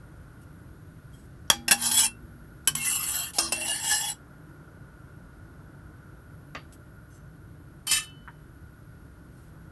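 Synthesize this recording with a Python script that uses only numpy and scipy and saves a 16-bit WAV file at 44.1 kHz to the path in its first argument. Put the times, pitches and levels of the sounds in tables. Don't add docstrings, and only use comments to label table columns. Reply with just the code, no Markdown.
import sys
import numpy as np
from scipy import signal
from scipy.fft import rfft, irfft, next_fast_len
from scipy.io import wavfile
from scipy.ndimage import uniform_filter1d, map_coordinates

SR = 44100
rng = np.random.default_rng(int(sys.argv[2]) if len(sys.argv) > 2 else 0)


def output_pcm(signal):
    pcm = np.clip(np.atleast_2d(signal).T, -1, 1) * 32767
    wavfile.write(sys.argv[1], SR, np.round(pcm).astype(np.int16))


def natural_amplitude(level_db):
    exponent = np.asarray(level_db, float) / 20
    return 10 ** exponent


N = 428493


def level(x, db):
    return x * natural_amplitude(db) / np.sqrt(np.mean(x ** 2) + 1e-30)


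def add(out, s, x):
    i = int(s * SR)
    out[i:i + len(x)] += x[:len(out) - i]


def band(x, lo_hz, hi_hz, order):
    return signal.sosfilt(signal.butter(order, [lo_hz, hi_hz], "band", fs=SR, output="sos"), x)


def colour(x, points):
    hz, db = np.transpose(points)
    f = np.arange(len(x) // 2 + 1) * SR / len(x) + 1
    gain = natural_amplitude(np.interp(np.log(f), np.log(hz), db))
    return irfft(rfft(x) * gain, len(x))


def walk(size, rate):
    hold = int(SR / rate)
    steps = np.repeat(rng.standard_normal(size // hold + 1), hold)
    return 1.29 * uniform_filter1d(uniform_filter1d(steps, hold), hold)[:size]


def steady(x):
    return x / np.sqrt(uniform_filter1d(x ** 2, size=SR // 20) + 1e-30)


# f/Hz, level/dB per Hz
RUMBLE = [(14, -29.5), (57, 1), (153, -2), (195, -11), (800, -25), (1450, -22.5), (2420, -38),
          (8000, -44.5)]
# f/Hz, width/Hz, level/dB
WHINE = [(149.6, 47.6, -55.5), (293.4, 95, -60), (600.4, 55, -73), (1437, 170, -63), (9280, 350, -80),
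         (11380, 550, -75)]
# t/s, level/dB
FLAME = [(0, 1.5), (.9, -2), (4.4, 2), (6.3, 1.5), (8.6, -1.5), (9.72, 0.5)]
# t/s, level/dB
FAN = [(0, 0.5), (2.9, 0), (3.6, -3), (4.6, -3), (5.1, 0), (9.72, 1)]


def hum():
    noise = rng.standard_normal(next_fast_len(N))
    bed = level(colour(noise, RUMBLE)[:N], -48.5) * natural_amplitude(0.61 * walk(N, rate=0.6))
    for hz, width, db in WHINE:
        whine = ring(ring(rng.standard_normal(N), hz, width), hz, width)
        bed = bed + level(whine, db) * natural_amplitude(1.3 * walk(N, rate=3.2))
    t = np.arange(N) / SR
    swell = natural_amplitude(np.interp(t, *np.transpose(FLAME))) - 1
    sag = natural_amplitude(np.interp(t, *np.transpose(FAN))) - 1
    return bed + swell * band(bed, 310, 1700, order=1) + sag * band(bed, 30, 220, order=1)


def kitchen(x):
    t60_s, top_hz = 0.12, 5000
    t = np.arange(SR // 2) / SR
    noise = rng.standard_normal(len(t))
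    dull = signal.lfilter(*signal.butter(1, top_hz, fs=SR), noise)
    fade = natural_amplitude(-60 * t / t60_s)
    tail = (dull + (noise - dull) * fade) * fade * (t > .004)
    return signal.oaconvolve(x, tail / np.sqrt(np.sum(tail ** 2)))[:len(x)]


def ring(x, hz, width):
    r = np.exp(-np.pi * width / SR)
    poles = [1, -2 * r * np.cos(2 * np.pi * hz / SR), r * r]
    return signal.lfilter([(1 - r * r) / 2, 0, (r * r - 1) / 2], poles, x)


def long_ring(x, modes):
    out = 0
    for hz, db, t60 in modes:
        width = np.log(1000) / (np.pi * t60)
        out = out + natural_amplitude(db) * ring(x, hz, width) * SR / (2 * np.pi * width)
    return out


def chatter(ms, size, rise_ms=.2):
    t_ms = 1000 * np.arange(size) / SR
    spikes_db = 2.5 * np.minimum(rng.exponential(size=size), 3)
    grit = rng.standard_normal(size) * natural_amplitude(spikes_db)
    return grit * (1 - np.exp(-t_ms / rise_ms)) * np.exp(-t_ms / ms)


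def far_tap(row, modes):
    s, peak_db, chatter_ms, lo_hz, hi_hz = row
    echo_db = -11 if s > 5 else -19.5
    blow = chatter(chatter_ms, size=SR // 2)
    thud = band(blow, lo_hz, hi_hz, order=4)
    rings = long_ring(blow / np.sqrt(np.sum(blow ** 2)), modes)
    rings = band(rings, .3 * lo_hz, min(1.4 * hi_hz, 15000), order=3)
    near = thud / np.abs(thud).max() + rings
    return natural_amplitude(peak_db) * (near + natural_amplitude(echo_db) * kitchen(near))


# t/s, peak/dB, chatter/ms, lowest f/Hz, highest f/Hz
TAPS = [(1.478, -55, 4.4, 3000, 6000), (2.65, -52, 7.2, 3000, 11000), (3.335, -36.5, 16, 2500, 11500),
        (6.549, -27, 13, 300, 2600), (6.724, -47.5, 9, 2300, 11500), (8.2755, -32, 2.0, 900, 1750),
        (8.28, -35, 5.0, 1000, 1800), (8.279, -52, 9.0, 1900, 3300), (6.549, -38, 8, 3000, 7000),
        (1.504, -26.5, 28, 1500, 6500), (6.56, -39.5, 32, 400, 3800)]
# f/Hz, level/dB, t60/s
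TAP_RING = [
    [(3280, -5.5, .04), (5560, -5.5, .04)],
    [(7900, -13, 0.046)],
    [(7686, -12, .05)],
    [(282, -9, 0.052), (1226, -10, 0.041), (1750, -20, .04)],
    [(7700, -14, .04)],
    [(1500, -16, 0.029)],
    [(1213, -15, .04), (921, -5, .04)],
    [(3060, -12, .03)],
    [(4610, -9, .05)],
    [(2350, -20, .1)],
    [(953, -18, .05)],
]


def taps():
    out = np.zeros(N)
    for row, modes in zip(TAPS, TAP_RING):
        add(out, row[0], far_tap(row, modes))
    return out


def free_ring(s, hz, db, t60, swell_ms):
    t = np.arange(int(t60 * SR)) / SR
    flutter_db = 2.5 * np.interp(35 * t, np.arange(128), rng.standard_normal(128))
    envelope = natural_amplitude(db + flutter_db - 60 * t / t60) * (1 - np.exp(-1000 * t / swell_ms))
    return envelope * np.sin(2 * np.pi * hz * (t + int(s * SR) / SR))


# t/s, f/Hz, level/dB, t60/s
PAN_RINGS = [
    (1.52, 237, -41, 2.8),
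    (1.73, 237, -44, 1.6),
    (2.72, 237, -44, 1.0),
    (3.42, 235, -44, 1.8),
    (1.52, 333, -48, 3.0),
    (3.385, 333, -38, 1.2),
    (2.68, 150, -42, 1.0),
    (1.5, 810, -38, .42),
    (1.71, 810, -26, .2),
    (1.71, 1040, -26, .08),
]


def pan_rings():
    out = np.zeros(N)
    for s, hz, db, t60 in PAN_RINGS:
        add(out, s, free_ring(s, hz, db, t60, swell_ms=1000 * 5 / hz))
    return out


# t/s, f/Hz, level/dB, t60/s
LADLE_RINGS = [(1.5, 3305, -39, 0.3), (1.5, 3390, -52, 0.4), (1.5, 2720, -38, .12), (1.5, 4064, -50, .22),
               (1.5, 4720, -38, 0.19), (1.5, 4425, -47, .17), (1.5, 5001, -44, .14), (1.5, 5766, -43, .16),
               (1.5, 5997, -44, .15), (1.5, 1012, -31, 0.094), (1.5, 5560, -41, 0.23),
               (1.5, 1803, -43, 0.25), (1.5, 2353, -39, .22), (3.385, 2735, -34, .3),
               (2.048, 2692, -27, 0.18), (2.062, 10400, -34, 0.13), (3.8, 2730, -39, 0.25),
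               (3.39, 3243, -36, 0.41), (3.521, 2715, -22.5, 0.15), (4.09, 7850, -41, .12),
               (4.09, 9200, -40, .15), (6.55, 4640, -51, .22), (6.55, 4680, -54, .26),
               (3.612, 2730, -26, 0.24), (3.53, 9290, -38, 0.24), (7.92, 5141, -38, .21),
               (7.92, 2094, -36, .16), (7.92, 6729, -38, .16), (7.925, 2645, -27, .27),
               (7.925, 2654.02, -30, .3), (7.14, 6200, -61.5, .3)]


def ladle_rings():
    out = np.zeros(N)
    for row in LADLE_RINGS:
        add(out, row[0], free_ring(*row, swell_ms=4.5))
    return out


# f/Hz, level/dB, t60/s
CHIME = [(3009, -40.5, .7), (3176, -38, .35), (3596, -42, .33), (3811, -35, .25), (4323, -42, .45),
         (1776, -38, .3), (8145, -39, .18), (4527, -33, .25), (5400, -27, .09), (6261, -32, .22),
         (7036, -36, .13), (7200, -30, .14), (8690, -36, .2), (9281, -35, .2)]


def chime():
    out = np.zeros(N)
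    for mode in CHIME:
        add(out, 7.915, free_ring(7.915, *mode, swell_ms=1.9))
    return out


# t/s, level/dB
REST = [
    (7.865, -59),
    (7.872, -29.5),
    (7.908, -32.5),
    (7.914, -23.5),
    (7.967, -26),
    (8.039, -47),
    (8.11, -71),
]
# f/Hz, width/Hz, level/dB
REST_RING = [(1266, 36, -1), (1783, 13, 4), (2630, 19, 1), (3080, 93, -7), (3780, 60, -7), (4570, 73, -8),
             (5120, 61, -4.5), (2100, 46, -6), (5970, 47, -7.5), (7210, 36, 0), (8000, 40, -6.5),
             (8860, 83, -4), (11050, 53.4, -15), (2400, 110, -11)]
# from f/Hz, to f/Hz
SLIDE_PARTS = [(2000, 13000), (400, 2000)]


def lay_down():
    out = np.zeros(N)
    low_share = (-12.5, -.15)
    add(out, REST[0][0], drag(REST, REST_RING, SLIDE_PARTS, [low_share], hiss_db=-7.0, wander_db=2.5))
    return out


# t/s, attack/s, length/s, level/dB
BRUSHES = [
    (0.408, .012, 0.042, -65),
    (1.119, 0.02, .15, -64.5),
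    (3.332, 0.049, 0.054, -36.5),
    (6.721, .004, 0.037, -55),
    (7.098, 0.052, 0.093, -62),
    (9.32, .07, 0.18, -68),
]
# f/Hz, width/Hz, level/dB
BRUSH_RING = [
    [(2850, 29, -7), (9280, 23, -6), (11200, 43, -2)],
    [(3240, 34, -7), (7010, 31, -5), (7890, 34, -1), (9800, 43, -10), (11400, 44, -11)],
    [(4440, 65, -11), (7700, 73, -15), (10100, 100, -9)],
    [(2620, 57, -6), (7820, 58, -2), (10000, 42, 4), (11700, 140, -16)],
    [(6180, 25, 0), (7640, 35, 6), (9300, 43, -3), (11000, 32, -13)],
    [(9370, 57, -9.5), (11200, 45, -5), (11700, 41, -6)],
]


def brushes():
    out = np.zeros(N)
    for (s, attack, length, db), peaks in zip(BRUSHES, BRUSH_RING):
        curve = [(s, db - 8), (s + attack, db), (s + length, db - 4.5)]
        add(out, s, drag(curve, peaks, SLIDE_PARTS, [], hiss_db=1.0, wander_db=6.0, patchy_db=-1.5))
    return out


SHEET_HZ = np.sort(rng.uniform(500, 12300, size=90))


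def sheet(x, patchy_db, width_hz):
    out = 0
    for k in range(0, len(SHEET_HZ), 3):
        patch = natural_amplitude(patchy_db * walk(len(x), rate=20)) if patchy_db else 1
        out = out + patch * sum(ring(x, hz, width_hz) for hz in SHEET_HZ[k:k + 3])
    return out


def knock(row, peaks, size=SR // 5):
    _, peak_db, chatter_ms, tilt_db, sheet_db = row
    damp_hz = 40
    blow = chatter(chatter_ms, size, rise_ms=.9)
    body = sum(natural_amplitude(db) * ring(blow, hz, width + damp_hz) for hz, width, db in peaks)
    crack = band(blow, 630, 2500, order=2) + natural_amplitude(1.099 * tilt_db) * band(blow, 2500, 13000, order=1)
    shimmer = level(sheet(crack, 0, width_hz=13), -16.5) * np.hanning(2 * size)[size:]
    wash = band(chatter(30, size), 1500, 6500, order=1)
    thump = band(blow, 120, 730, order=2)
    near = level(body, 0) + level(crack, -6) + level(sheet(crack, 0, width_hz=26), sheet_db)
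    near = near + shimmer + level(wash, -22.5 + sheet_db / 4) + level(thump, -18)
    return natural_amplitude(peak_db) * near / np.abs(near).max()


# t/s, peak/dB, chatter/ms, tilt of the crack towards treble/dB, sheet level/dB
KNOCKS = [(1.4999, -1.5, 3.2, -4, -19.5), (1.68, -11, 5.8, -0.5, -5), (1.7095, -.5, 5.6, 2.5, -12.5),
          (2.6733, -5, 3.9, 11, -22), (2.751, -14, 4, 13, -20), (3.384, -7.5, 8.3, 6, -11),
          (3.521, -12, 8.8, 18, -17), (7.868, -25.5, 8.8, 0, -1), (7.912, -11, 9.5, 25, 2),
          (1.7155, -2.5, 6, 2, -12), (1.7236, -9.5, 5, 6, -16.5), (2.681, -8.5, 2.6, 11, -16)]
# f/Hz, width/Hz, level/dB
BOWL_EDGE = [(620, 48, -9), (1080, 50, -7), (1690, 60, -6), (2720, 50, -5), (3305, 36, 6),
             (4140, 56, -10.5), (4710, 44, -3), (5563, 44, 0.5), (6030, 52, -12), (6700, 49, -11.5),
             (8060, 91, -16), (9200, 170, -15.5), (10500, 88, -22), (11100, 25.5, -14)]
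BOWL_HEEL = [(1641, 29, -6.5), (2720, 50, 0), (3305, 42, -8), (4430, 35, -11), (5300, 30, -9),
             (6080, 22, -9), (8760, 25, -13), (9670, 35, -17), (10000, 37, -18), (11400, 16, -18)]
BOWL_FLAT = [(644, 17, -8), (786, 14, -8.5), (1680, 80, 0), (2720, 100, 0), (3352, 90, -4), (4100, 26, -11),
             (4500, 70, -14), (5230, 70, -7), (7170, 31, -9), (7847, 52, -1.5), (10400, 130, 1.5),
             (9860, 42, 1), (11500, 47, -8)]
BOWL_TIP = [(1100, 37, -7.5), (1570, 43, -7.5), (2630, 53, -7.5), (3067, 49, -0.5), (3900, 52, -25),
            (4300, 36, -26), (6000, 60, -6), (7760, 34, 0), (9200, 60, -6), (10180, 110, 1.5),
            (11400, 37, -4)]
PAN_WALL = [(825, 360, 2.5), (2750, 37, 6), (5250, 620, 6.5), (5900, 110, 4), (8400, 180, -12),
            (9100, 520, -2), (11500, 120.6, -2)]
PAN_FOOT = [(786, 280, -7.5), (1490, 29, -13), (2660, 23.4, -12), (3020, 80, -7), (5300, 120, -6),
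            (7700, 24.5, -1.5), (9290, 27, 3.5), (10200, 82, -7)]
REST_KNOCK = [(3050, 40, -4), (4500, 27, -24), (5400, 26, -4), (7200, 27, -3), (8890, 56, 18),
              (11200, 45, -8)]


def knocks():
    out = np.zeros(N)
    places = [BOWL_EDGE, BOWL_HEEL, BOWL_FLAT, BOWL_TIP, BOWL_TIP, PAN_WALL, PAN_FOOT, REST_KNOCK, REST_KNOCK,
              BOWL_FLAT, BOWL_FLAT, BOWL_TIP]
    for row, peaks in zip(KNOCKS, places):
        add(out, row[0], knock(row, peaks))
    return out


# t/s, peak/dB
JOLTS = [(1.821, -21), (1.912, -13), (1.973, -16), (1.941, -21), (1.985, -13.5), (1.9915, -15), (2.85, -23),
         (2.925, -27), (3.091, -34), (3.138, -23), (3.612, -29), (3.664, -28), (3.681, -21.5), (3.842, -22),
         (3.911, -15.5), (3.96, -27), (4.095, -27.5)]


def jolts():
    out = np.zeros(N)
    chatter_ms, tilt_db, sheet_db = 9.6, 13.5, 1.5
    for s, db in JOLTS:
        peaks = LAST_DRAG if s > 3 else FIRST_DRAG
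        add(out, s, knock((s, db, chatter_ms, tilt_db, sheet_db), peaks, size=SR // 12))
    return out


def sing(length, hz, db):
    spread = .002
    grit = rng.standard_normal(2 * SR // 5)
    pair = sum(ring(ring(grit, hz * (1 + side * spread), 18 + hz * spread), hz, 300) for side in (-1, 1))
    share = np.clip(np.arange(SR // 3) / SR / length, 0, 1)
    return natural_amplitude(db) * steady(pair)[-len(share):] * np.sqrt(2) * np.sin(np.pi * share)


# t/s, length/s, f/Hz,
# level/dB
SINGS = [(1.893, .125, 11750, -36), (1.919, .14, 7790, -27.5), (1.941, .06, 9960, -33),
         (1.947, 0.074, 3370, -32.5), (1.946, .075, 9400, -31), (1.956, .065, 9230, -33),
         (1.986, .065, 2956, -34), (2.026, .05, 9180, -29.5), (2.778, .13, 2713, -39),
         (2.915, .15, 2720, -46), (2.844, 0.11, 10100, -32.5), (2.859, .14, 7480, -41),
         (2.84, 0.13, 8950, -38), (2.857, 0.045, 2020, -40), (2.936, 0.14, 11530, -40.5),
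         (3.026, .26, 7720, -42), (3.061, .065, 9120, -34), (3.115, .105, 11800, -41),
         (2.8, .1, 10300, -42), (3.16, 0.13, 3200, -45.5), (3.545, 0.11, 9190, -41),
         (3.57, 0.23, 10000, -41.5), (3.55, 0.11, 634, -47.5), (3.649, 0.11, 2857, -36.5),
         (3.672, .105, 9170, -36), (3.675, .11, 1713, -42.5), (3.676, 0.067, 675, -48.5),
         (3.763, .3, 7640, -37), (3.781, .28, 2906, -49), (3.817, .314, 11900, -52),
         (3.828, .235, 1758, -45.5), (3.85, .115, 6270, -45), (3.874, .09, 1722, -35),
         (3.771, 0.14, 886, -50.5), (3.891, 0.064, 827, -41), (3.896, .085, 5230, -37),
         (3.995, .13, 3360, -41.5), (4, .085, 860, -44), (4.084, .055, 7770, -41.5),
         (4.07, .06, 10000, -37.5), (1.958, 0.071, 5250, -36), (3.695, 0.12, 4390, -51),
         (3.9, 0.086, 4130, -44), (4.08, 0.056, 3970, -50), (2.83, 0.063, 6000, -43),
         (1.124, 0.036, 3240, -67), (7.869, 0.042, 3070, -33.5), (7.917, .035, 3050, -35),
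         (7.91, .045, 7130, -31), (7.915, 0.064, 8660, -33),
         (3.335, 0.07, 800, -48.5), (3.13, .13, 700, -53.5), (2.99, 0.046, 1220, -46.5),
             (3.4, .07, 1130, -46.5), (3.13, .07, 1480, -48), (2.75, .1, 2150, -48),
             (2.89, .11, 2900, -42.5), (3.11, .2, 2800, -47), (3.09, 0.16, 5300, -50),
             (3.66, 0.08, 3880, -47), (3.84, .1, 3250, -40.5), (3.96, .17, 5650, -46),
             (1.99, .06, 5200, -39), (2.0, .07, 2400, -44)]


def sings():
    out = np.zeros(N)
    for s, *row in SINGS:
        add(out, s, sing(*row))
    return out


def bend(x, share):
    return map_coordinates(x, [np.cumsum(1 + share * walk(len(x), rate=7))], order=3, mode="wrap")


# f/Hz, level/dB per Hz
DRAG_HISS = [(240, -56), (400, -41.5), (841, -9), (1740, -12.5), (2470, -14.5), (2780, -7), (3660, -12.5),
             (10300, -7.5)]


def drag(curve, peaks, parts, shares, hiss_db, wander_db=4.5, patchy_db=4, deaf=()):
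    s, contact_db = np.transpose(curve)
    usual_db, light_db = -35, -50
    pressure_db = np.maximum(contact_db, light_db) - usual_db
    part_db = [0 * s] + [db + slope * pressure_db for db, slope in shares]
    size = next_fast_len(int((s[-1] - s[0] + 0.054) * SR))
    t = s[0] + np.arange(size) / SR
    spikes_db = 2.5 * np.minimum(rng.exponential(size=size), 4)
    judder_db = 2.1 * walk(size, rate=70)
    grit = rng.standard_normal(size) * natural_amplitude(spikes_db + judder_db)
    body = 0
    for hz, width, db in peaks:
        for split in (-0.0026, 0.0026):
            body = body + natural_amplitude(db + wander_db * walk(size, rate=18.5)) * ring(grit, hz * (1 + split), width)
    hiss = colour(grit, DRAG_HISS)
    body = body + natural_amplitude(hiss_db) * (sheet(hiss, patchy_db, width_hz=50) + 0.4 * hiss)
    for hz, width in deaf:
        body = body - .85 * ring(body, hz, width)
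    lift = np.clip((s[-1] - t) / 0.01, 0, 1)
    land = np.clip((t - s[0]) / 0.0036, 0, 1)
    touch = natural_amplitude(np.interp(t, s, contact_db)) * lift * land
    out = 0
    for edges, db in zip(parts, part_db):
        part = steady(bend(band(body, *edges, order=3), share=.002))
        out = out + part * natural_amplitude(np.interp(t, s, db))
    return touch * out


# t/s, contact level/dB
DRAGS = [
    [(1.74, -61), (1.772, -51), (1.86, -26.5), (1.92, -36), (1.96, -30.5), (2.01, -24.5), (2.068, -30.5),
     (2.085, -58.5), (2.13, -80)],
    [(2.76, -39), (2.81, -42), (2.886, -32), (2.974, -35), (2.996, -38), (3.07, -37.5), (3.204, -36),
     (3.296, -50), (3.315, -51)],
    [(3.395, -28.5), (3.457, -32.5), (3.511, -48.5), (3.518, -14)],
    [(3.535, -46), (3.573, -44.5), (3.701, -36.5), (3.81, -43.5), (3.925, -26.5), (3.99, -33.5),
     (4.12, -40.5), (4.137, -68), (4.18, -79)],
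]
# from f/Hz, to f/Hz
DRAG_PARTS = [(4500, 8500), (400, 2200), (2200, 4500), (8500, 13000)]
# low pan level/dB, ladle bowl level/dB, thin rim level/dB
DRAG_SHARES = [(-7.5, -4.5, 1.5), (-11, -6, 2.5), (-10, -9, -7), (-10, -4.5, 0)]
SQUEEZE = (-0.51, -0.33, -0.27)
# f/Hz, width/Hz
DEAF = [
    [(3720, 250), (8600, 400), (2850, 200)],
    [(4930, 310), (2400, 190)],
    [(3700, 300), (2350, 300)],
    [(3620, 140), (2450, 170)],
]
# f/Hz, width/Hz, level/dB
FIRST_DRAG = [(910, 65, -16.5), (1700, 150, -19.5), (2698, 43, -19), (3305, 50, -3), (3980, 160, -16),
              (5270, 43, -9), (5602, 35, -10.5), (6050, 32, -11), (7047, 35, -10), (7654, 50, -2.5),
              (9060, 39, -1.5), (9980, 97, 5.5), (10400, 127, -3.5), (11360, 120, -11.5)]
SECOND_DRAG = [(752, 10, -15), (1150, 140, -10), (1390, 150, -12), (1756, 51, -10), (2020, 61, -14),
               (2740, 110, -9.5), (4400, 85, -13.5), (6000, 73, -11), (3040, 90, -16), (7770, 39, -1.5),
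               (7660, 74, -2), (9350, 74, -4), (10120, 130, 0), (11440, 90, -3.5)]
WALL_DRAG = [(586, 110, -10.5), (1093, 60, -12), (2720, 25.7, -26), (2735, 22, -7.5), (4360, 29.96, -9.5),
             (4200, 32, 5), (5330, 520, -3), (6200, 83, -7), (8000, 140, -20), (9040, 44, 9),
             (9500, 42, 13), (10400, 30, 11.5), (10900, 56, 9)]
LAST_DRAG = [(851, 78, 4.5), (1780, 210, 2), (2670, 26, -13), (2905, 66, 3), (3280, 81, -8),
             (4020, 18, -14), (4200, 40, -5), (4620, 44, -7), (5150, 46, -7), (5600, 180, -9.5),
             (7720, 240, -4), (9230, 37, 4), (9940, 66, 1), (10600, 200, -5)]


def drags():
    out = np.zeros(N)
    strokes = [FIRST_DRAG, SECOND_DRAG, WALL_DRAG, LAST_DRAG]
    for curve, peaks, shares, deaf in zip(DRAGS, strokes, DRAG_SHARES, DEAF):
        add(out, curve[0][0], drag(curve, peaks, DRAG_PARTS, zip(shares, SQUEEZE), hiss_db=-1.0, deaf=deaf))
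    return out


def scene():
    metal = taps() + ladle_rings() + chime() + lay_down() + brushes()
    metal = metal + knocks() + jolts() + sings() + drags()
    return (hum() + natural_amplitude(-10) * kitchen(metal) + pan_rings() + metal)[None]


def low_pass(x):
    return signal.sosfilt(signal.butter(12, 13190, fs=SR, output="sos"), x)


def record(dry):
    mix = signal.sosfilt(signal.ellip(8, .3, 60, 11800, fs=SR, output="sos"), dry)
    return low_pass(mix)


dry = scene()
out = record(dry)
output_pcm(out)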